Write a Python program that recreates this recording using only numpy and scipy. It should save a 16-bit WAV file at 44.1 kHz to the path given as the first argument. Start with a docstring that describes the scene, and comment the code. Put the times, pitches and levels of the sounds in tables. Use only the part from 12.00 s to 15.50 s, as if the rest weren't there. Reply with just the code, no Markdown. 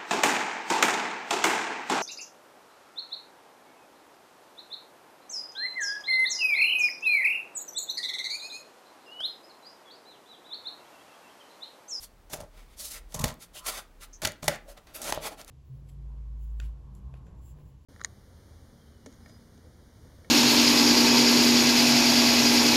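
"""Crunches, thumps and dry scrapes: scissors cut hand-held corrugated cardboard in a small workshop.
Each bite crushes fibres until the flutes (the wavy ridges inside) crack, making the sheet thump
and ring. Between bites the blades slide along the slit and the sheet rubs and creaks.
It all happens close by, over a quiet, low rumble."""
import sys
import numpy as np
from scipy import signal
from scipy.fft import rfft, irfft
from scipy.io import wavfile

SR = 44100
rng = np.random.default_rng(int(sys.argv[2]) if len(sys.argv) > 2 else 0)


def wav_out(sig):
    """Save sig, one row per channel (or a flat mono array), as 16-bit PCM at SR to the path in sys.argv[1]."""
    wavfile.write(sys.argv[1], SR, np.round(np.clip(np.atleast_2d(sig).T, -1, 1) * 32767).astype(np.int16))


N = 154350
TIME = np.arange(N) / SR
BITE_GRAINS_PER_S, BITE_SPREAD_DB = 2600, 2.83

# a flute gives way: t/s, length/s, thump/dB, hollow body/dB, crunch/dB, bright edge/dB
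FLUTE_CRACKS = [(.331, 0.013, -43, -36.5, -42, -35), (0.4016, 0.0066, -55, -42, -49, -47.5),
                (1.122, 0.0051, -63, -68, -54, -56), (1.141, .013, -58, -38, -58, -34),
                (1.19, 0.011, -40, -41, -49, -35.5), (1.213, 0.0069, -46, -50, -56, -39),
                (1.2393, 0.0071, -25.5, -27, -29, -24.5), (1.256, 0.0035, -31.5, -37.5, -38, -45),
                (2.218, 0.0045, -64, -44, -41, -37.5), (2.232, 0.0091, -50, -35.5, -44, -43),
                (2.248, 0.0093, -38, -36.5, -22.5, -27.5), (2.2717, 0.0057, -41, -31.5, -33.5, -29),
                (2.428, 0.0064, -42, -37.5, -42, -44), (2.440, 0.0064, -39.5, -37, -61, -40.5),
                (2.479, 0.0072, -33, -21.5, -20, -21.5), (2.869, 0.0072, -74, -63, -57, -59.5),
                (3.09, 0.0092, -53, -34, -42, -44), (3.1224, 0.0046, -60, -23, -25, -31),
                (3.175, 0.0021, -42.5, -23.5, -54, -56)]
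# tone colours of the cardboard (how strong each pitch is): f/Hz, level/dB
BODY_COLOUR = [(100, -27), (250, -5), (450, -8.5), (610, -1.5), (800, -6), (1100, -10), (1600, -21),
               (4000, -55)]
CRUNCH_COLOUR = [(300, -44.5), (900, -3.5), (1400, 0.5), (1900, 2.5), (2500, -2.5), (3400, -1), (4800, -3),
                 (7000, -5.5), (16000, -34.5)]
EDGE_COLOUR = [(800, -20.5), (2500, -7), (4300, -4), (6500, 3), (8500, -2), (11000, -1), (13500, -6.5),
               (16000, -13.5)]
HISS_COLOUR = [(800, -37), (2500, -10.5), (4000, -1), (6200, 1), (8200, 0), (10200, 2), (12500, -1.5),
               (16000, -10)]
# pitches at which the sheet rings: f/Hz, width/Hz, level/dB
SHEET_RINGS = [(171.3, 10, 8), (211.4, 8.1, -0.5), (604, 33, 3.5), (642, 22, -0.5), (730, 37, -12.5),
               (827, 62, -2.5), (1047, 9.3, -2.5), (1361, 18, -0.5), (1828, 39, -9), (1979, 50, -0.5),
               (2240, 87, -6.5), (3280, 17, -6), (3585, 130, -6.5), (4440, 95, -2.5), (5900, 120, -18.5)]


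def from_db(db):
    """Turn decibels into a number to multiply by."""
    return 10 ** (np.asarray(db) / 20)


def rms_one(x):
    """Scale a signal so that its average strength (rms) is 1."""
    return x / np.sqrt(np.mean(x ** 2) + 1e-20)


def at_hz(table, hz, column=1):
    """Read between a table's rows along a pitch scale (log frequency)."""
    table = np.array(table)
    return np.interp(np.log(np.maximum(hz, 1)), np.log(table[:, 0]), table[:, column])


def swell(peak_s, rise_s, fall_s):
    """A smooth rise and fall around one moment."""
    distance = (TIME - peak_s) / np.where(TIME < peak_s, rise_s, fall_s)
    return np.exp(-np.minimum(distance ** 2, 20))


def resonate(x, hz, width_hz):
    """Make a signal ring at one pitch; a narrower width rings longer."""
    r = np.exp(-np.pi * width_hz / SR)
    gain = (1 - r * r) / 2
    feedback = [1, -2 * r * np.cos(2 * np.pi * hz / SR), r * r]
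    return signal.lfilter([gain, 0, -gain], feedback, x + 1e-18)


def tap_response(colour, rings=(), size=8192):
    """The sound of one tap on something with this colour and these rings, scaled to energy 1."""
    freqs = np.arange(size // 2 + 1) * SR / size
    cepstrum = irfft(np.log(from_db(at_hz(colour, freqs))))
    # fold the second half onto the first, so nothing sounds before the tap
    cepstrum[1:size // 2] *= 2
    cepstrum[size // 2 + 1:] = 0
    tap = irfft(np.exp(rfft(cepstrum)))
    tap = tap + sum(from_db(db) * resonate(tap, hz, width) for hz, width, db in rings)
    return tap / np.sqrt(np.sum(tap ** 2))


def grains(per_s, spread_db):
    """Tiny breaks: clicks of uneven size at random moments."""
    sizes = from_db(spread_db * np.minimum(rng.exponential(1, N), 4))
    hits = rng.random(N) < per_s / SR
    return rms_one(hits * sizes * rng.choice([-1, 1], N))


def through_sheet(force, colour):
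    """A force heard through the ringing cardboard."""
    return signal.fftconvolve(force, tap_response(colour, SHEET_RINGS))[:N]


def crackle(shapes, levels_db, colours, per_s, spread_db):
    """Grains follow each movement's loudness shape and sound through the sheet, one level per colour."""
    powers = from_db(levels_db).T ** 2 @ np.array(shapes) ** 2
    return sum(through_sheet(grains(per_s, spread_db) * np.sqrt(power), colour)
               for power, colour in zip(powers, colours))


def background(air_db=-59.5):
    """Quiet air with a wavering low rumble, and a low hum as the hand-held sheet flaps slowly."""
    # colour of the air's steady noise: f/Hz, level/dB
    air_colour = [(20, -6), (36, 1), (65, 1.5), (110, -6), (250, -9), (600, -12), (1200, -17),
                  (3000, -25.5), (8000, -31), (12500, -33), (16000, -33.5)]
    # low hums come and go (a distant rumble, and the sheet flapping in the hand near 1 s): peak t/s, rise/s,
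    # fall/s, f/Hz, width/Hz, level/dB
    rumbles = [(1.4, 2.1, 2.4, 36, 5.7, -52.5), (1.03, 0.3, 0.34, 56, 3.6, -50.5)]
    air = signal.fftconvolve(rng.standard_normal(N + SR), tap_response(air_colour))
    out = from_db(air_db) * rms_one(air[SR:SR + N])
    for *timing, hz, width, db in rumbles:
        noise = rng.standard_normal(N + SR)
        rumble = resonate(resonate(noise, hz, width), hz, width)[SR:]
        out += from_db(db) * swell(*timing) * rms_one(rumble)
    return out


def workshop_echo(x, size=24000):
    """Sound bounces around the room, each band of pitches dying away at its own speed."""
    # the room's echo: f/Hz, time to fade by 60 dB/s, level/dB
    room = [(80, 0.099, -13), (245, 0.59, -9.5), (640, 0.24, -8.5), (1690, 0.3, -10.5), (3870, 0.25, -15),
            (8000, 0.17, -16.5), (15000, .13, -14.5)]
    t, tail = TIME[:size], 0
    edges_hz = np.geomspace(45, 18000, 11)
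    fade_in = np.clip((t - .003) / 0.009, 0, 1)
    for low, high in zip(edges_hz, edges_hz[1:]):
        hz = np.sqrt(low * high)
        band_pass = signal.butter(2, [low, high], "band", fs=SR, output="sos")
        band = signal.sosfilt(band_pass, rng.standard_normal(size))
        band = band * fade_in * from_db(-60 * t / at_hz(room, hz))
        band *= np.sqrt(2 * (high - low) / SR / np.sum(band ** 2))  # energy in step with band width
        tail = tail + from_db(at_hz(room, hz, column=2)) * band
    return signal.fftconvolve(x, tail)[:N]


def creaks():
    """Card or steel catches as it rubs and briefly rings around one pitch; a few rows are the sheet itself
    ringing after a crack strikes it."""
    # a rub catches, or (the 2.488 s rows at 604 Hz and 208 Hz) the sheet rings after a crack strikes it: peak
    # t/s, rise/s, fall/s, f/Hz, width/Hz, level/dB
    catches = [(.036, .022, 0.016, 11500, 2500, -52), (.338, 0.014, 0.035, 610, 350, -45.5),
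               (0.969, 0.058, 0.028, 2070, 900, -53.5), (1.21, 0.043, 0.092, 994, 344, -42.5),
               (1.575, .025, 0.029, 3060, 900, -49.5), (1.691, 0.068, 0.035, 1286, 200, -50),
               (1.74, 0.11, 0.025, 1060, 120, -49.5), (1.792, .02, 0.016, 1476, 200, -47),
               (2.136, 0.0054, 0.025, 6200, 900, -47), (2.265, 0.02, 0.047, 1960, 497, -44),
               (2.49, .008, 0.074, 1700, 1100, -41), (2.488, 0.0029, 0.041, 604, 109, -33.5),
               (2.488, 0.0066, .03, 208, 159, -39.5), (2.685, 0.022, 0.026, 580, 86, -48),
               (2.955, 0.011, 0.021, 11600, 2470, -42), (3.04, 0.032, .03, 603, 90, -55),
               (3.13, 0.0044, 0.07, 3060, 1990, -47)]
    out = 0
    for *timing, hz, width, db in catches:
        chafing = grains(BITE_GRAINS_PER_S, BITE_SPREAD_DB)
        ring = rms_one(resonate(resonate(chafing, hz, width), hz, width))
        out = out + from_db(db) * ring * swell(*timing)
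    return out


def sheet_bounce(x, delay_s=0.00081, sway_share=0.21, sways_per_s=7, bounce_db=-13.5):
    """Sound bounces off the swaying sheet; the changing delay shifts its colour."""
    sway = np.interp(TIME * sways_per_s, np.arange(N), rng.uniform(-0.86, 1, N))
    delayed = np.interp(TIME - delay_s * (1 + sway_share * sway), TIME, x)
    gain = from_db(bounce_db)
    return (x - gain * delayed) / np.hypot(1, gain)


def slides(flutter_db=1.5, flutters_per_s=99):
    """Steel rubs on card, swelling with each push; uneven friction makes it flutter."""
    # pushes: peak t/s, rise/s, fall/s, hollow body/dB, rasp/dB, hiss/dB
    pushes = [(0.037, 0.029, 0.021, -63, -60, -46.5), (.335, 0.013, 0.016, -53, -50.5, -39.5),
              (0.415, 0.0042, .014, -58, -66, -63), (.10, 0.01, 0.015, -75, -79, -91),
              (.59, 0.05, 0.055, -66, -59, -67), (.73, 0.061, 0.046, -85, -65, -70.5),
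              (0.802, 0.02, 0.042, -58.5, -54, -40), (.853, 0.026, 0.038, -62, -58, -39),
              (.925, 0.04, 0.03, -62.5, -56, -40.5), (0.966, 0.036, 0.022, -58.5, -49, -46),
              (1.13, .03, 0.029, -62, -64, -57.5), (1.428, .022, .022, -73, -52, -47),
              (1.563, 0.019, 0.019, -56, -51.5, -47.5), (1.591, 0.029, 0.015, -66, -61, -48),
              (1.683, 0.023, 0.023, -43, -34, -30.5), (1.73, 0.066, 0.066, -57.5, -46.5, -45),
              (1.782, 0.037, 0.024, -50.5, -44, -45), (2.038, 0.024, 0.017, -68, -48, -48.5),
              (2.70, 0.02, 0.03, -54.5, -55.5, -53.5), (2.778, 0.01, 0.016, -57, -55.5, -70),
              (2.876, 0.0089, 0.061, -58, -59.5, -72), (2.954, .011, .04, -55, -47.5, -46),
              (3.02, .05, 0.037, -49, -55, -52.5), (3.094, 0.039, 0.018, -42, -37.5, -41.5),
              (3.155, 0.022, 0.029, -50, -49, -73), (3.265, 0.036, 0.024, -39, -36.5, -38.5),
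              (3.321, .02, 0.023, -44.5, -52, -53), (3.402, 0.022, 0.023, -51.5, -49.5, -53.5),
              (3.495, .02, 0.038, -56.5, -50, -51)]
    # hollow and raspy colours of rubbing: f/Hz, level/dB
    hollow_colour = [(100, -22), (250, -1.5), (450, -2), (610, -2), (760, -2.5), (1050, -6), (1600, -12.5),
                     (4000, -44)]
    rasp_colour = [(300, -23), (800, -9), (1250, 3.5), (1700, -5.5), (2400, -1.5), (3500, -3.5),
                   (5000, -8.5), (8000, -13), (16000, -19)]
    flutter = np.interp(TIME * flutters_per_s, np.arange(N), rng.standard_normal(N))
    shapes = [swell(*push[:3]) * from_db(flutter_db * flutter) for push in pushes]
    levels_db = [push[3:] for push in pushes]
    colours = (hollow_colour, rasp_colour, HISS_COLOUR)
    return crackle(shapes, levels_db, colours, per_s=14000, spread_db=2.27)


def snaps(fade_s=0.0007):
    """Single stiff fibres break with a bright tick."""
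    # a fibre breaks: t/s, level/dB
    breaks = [(.412, -36), (1.122, -43), (1.2813, -26), (1.299, -38), (1.3255, -45), (1.3413, -41.5),
              (2.320, -34), (2.459, -37), (2.559, -41), (2.776, -48), (3.018, -25), (3.031, -34),
              (3.103, -25), (3.147, -31), (3.415, -34.5), (3.447, -39), (3.479, -40.5)]
    force = np.zeros(N)
    for start, db in breaks:
        fade = np.exp(-np.minimum(abs(TIME - start) / fade_s, 20))
        force += from_db(db) * (TIME >= start) * fade
    return through_sheet(force * rng.choice([-1, 1], N), HISS_COLOUR)


def thumps(size=8192):
    """The whole sheet swings whenever a flute gives way or a bend lets go."""
    # low notes of the bending sheet: f/Hz, time to fade by 60 dB/s, level/dB
    low_notes = [(64.6, 0.12, -3.5), (129.4, .13, -2.5), (151.2, 0.19, -1), (213, 0.19, -9.5)]
    # the bent sheet lets go: t/s, thump/dB
    releases = [(1.152, -42), (1.172, -50), (1.203, -32.5), (2.26, -45), (2.494, -46)]
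    out, t = np.zeros(N + size), TIME[:size]
    swing = sum(from_db(db - 60 * t / fade_s) * np.sin(2 * np.pi * hz * t) for hz, fade_s, db in low_notes)
    crack_thumps = [(start_s, db) for start_s, _, db, *_ in FLUTE_CRACKS]
    for start_s, db in releases + crack_thumps:
        start = int(start_s * SR)
        out[start:start + size] += from_db(db) * swing
    return out[:N]


def bites(rise_s=0.0064, fade_s=0.013):
    """Crushed fibres crackle coarsely for as long as the blades press."""
    # the blades squeeze: start/s, end/s, thump/dB, hollow body/dB, crunch/dB, bright edge/dB
    squeezes = [(0.295, 0.372, -62, -52.5, -56, -53), (0.378, 0.439, -49.5, -48.5, -63.5, -64),
                (1.141, 1.173, -38, -52, -55, -46), (1.204, 1.22, -33.5, -52, -53, -43),
                (1.232, 1.301, -43.5, -43.5, -44, -47.5), (2.217, 2.276, -42.5, -46.5, -40.5, -42.5),
                (2.421, 2.468, -53, -50, -50.5, -50), (2.474, 2.552, -55, -46.5, -45.5, -52.5),
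                (3.012, 3.109, -64, -49.5, -49.5, -41.5), (3.127, 3.158, -52, -45.5, -53, -50)]
    # deep colour of the squeezed sheet: f/Hz, level/dB
    thump_colour = [(25, -17), (55, 1.5), (90, 6), (125, 0), (165, -4.5), (215, -13), (300, -28.5),
                    (700, -53)]
    shapes = []
    for start, end, *_ in squeezes:
        rise = np.clip((TIME - start) / rise_s, 0, 1)
        fade = np.exp(-np.clip((TIME - end) / fade_s, 0, 20))
        shapes.append(rise * fade)
    levels_db = [squeeze[2:] for squeeze in squeezes]
    colours = (thump_colour, BODY_COLOUR, CRUNCH_COLOUR, EDGE_COLOUR)
    return crackle(shapes, levels_db, colours, BITE_GRAINS_PER_S, BITE_SPREAD_DB)


def cracks(rise_share=0.26, crumble_db=-16, crumble_s=0.016, size=4096):
    """Each flute collapses in a quick burst of tiny breaks, then crumbles a little longer."""
    out, t = np.zeros(N + 4 * size), TIME[:size]
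    colours = (BODY_COLOUR, CRUNCH_COLOUR, EDGE_COLOUR)
    taps = [tap_response(colour, SHEET_RINGS)[:size] for colour in colours]
    fibres = grains(per_s=13000, spread_db=2.84)
    crumble = from_db(crumble_db) * np.exp(-t / crumble_s)
    for k, (start_s, length_s, _, *levels_db) in enumerate(FLUTE_CRACKS):
        start = int(start_s * SR)
        rise = np.minimum(t / (rise_share * length_s), 1)
        burst = rise * (np.exp(-(t / length_s) ** 4) + crumble)
        force = burst * fibres[k * size:(k + 1) * size]
        for tap, db in zip(taps, levels_db):
            sound = signal.fftconvolve(force, tap)
            sound *= np.sqrt(np.sum(burst ** 2) / np.sum(sound ** 2))  # same energy as the burst
            out[start:start + len(sound)] += from_db(db) * sound
    return out[:N]


def scene():
    """The cutting, its echo and the background, in one channel."""
    cutting = cracks() + thumps() + snaps() + bites() + sheet_bounce(slides()) + creaks()
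    return (cutting + workshop_echo(cutting) + background())[None]


def record(dry):
    """A steep filter removes the very highest treble."""
    cutoff_hz = 15900
    return signal.sosfilt(signal.ellip(10, .3, 70, cutoff_hz, fs=SR, output="sos"), dry)


dry = scene()
out = record(dry)
wav_out(out)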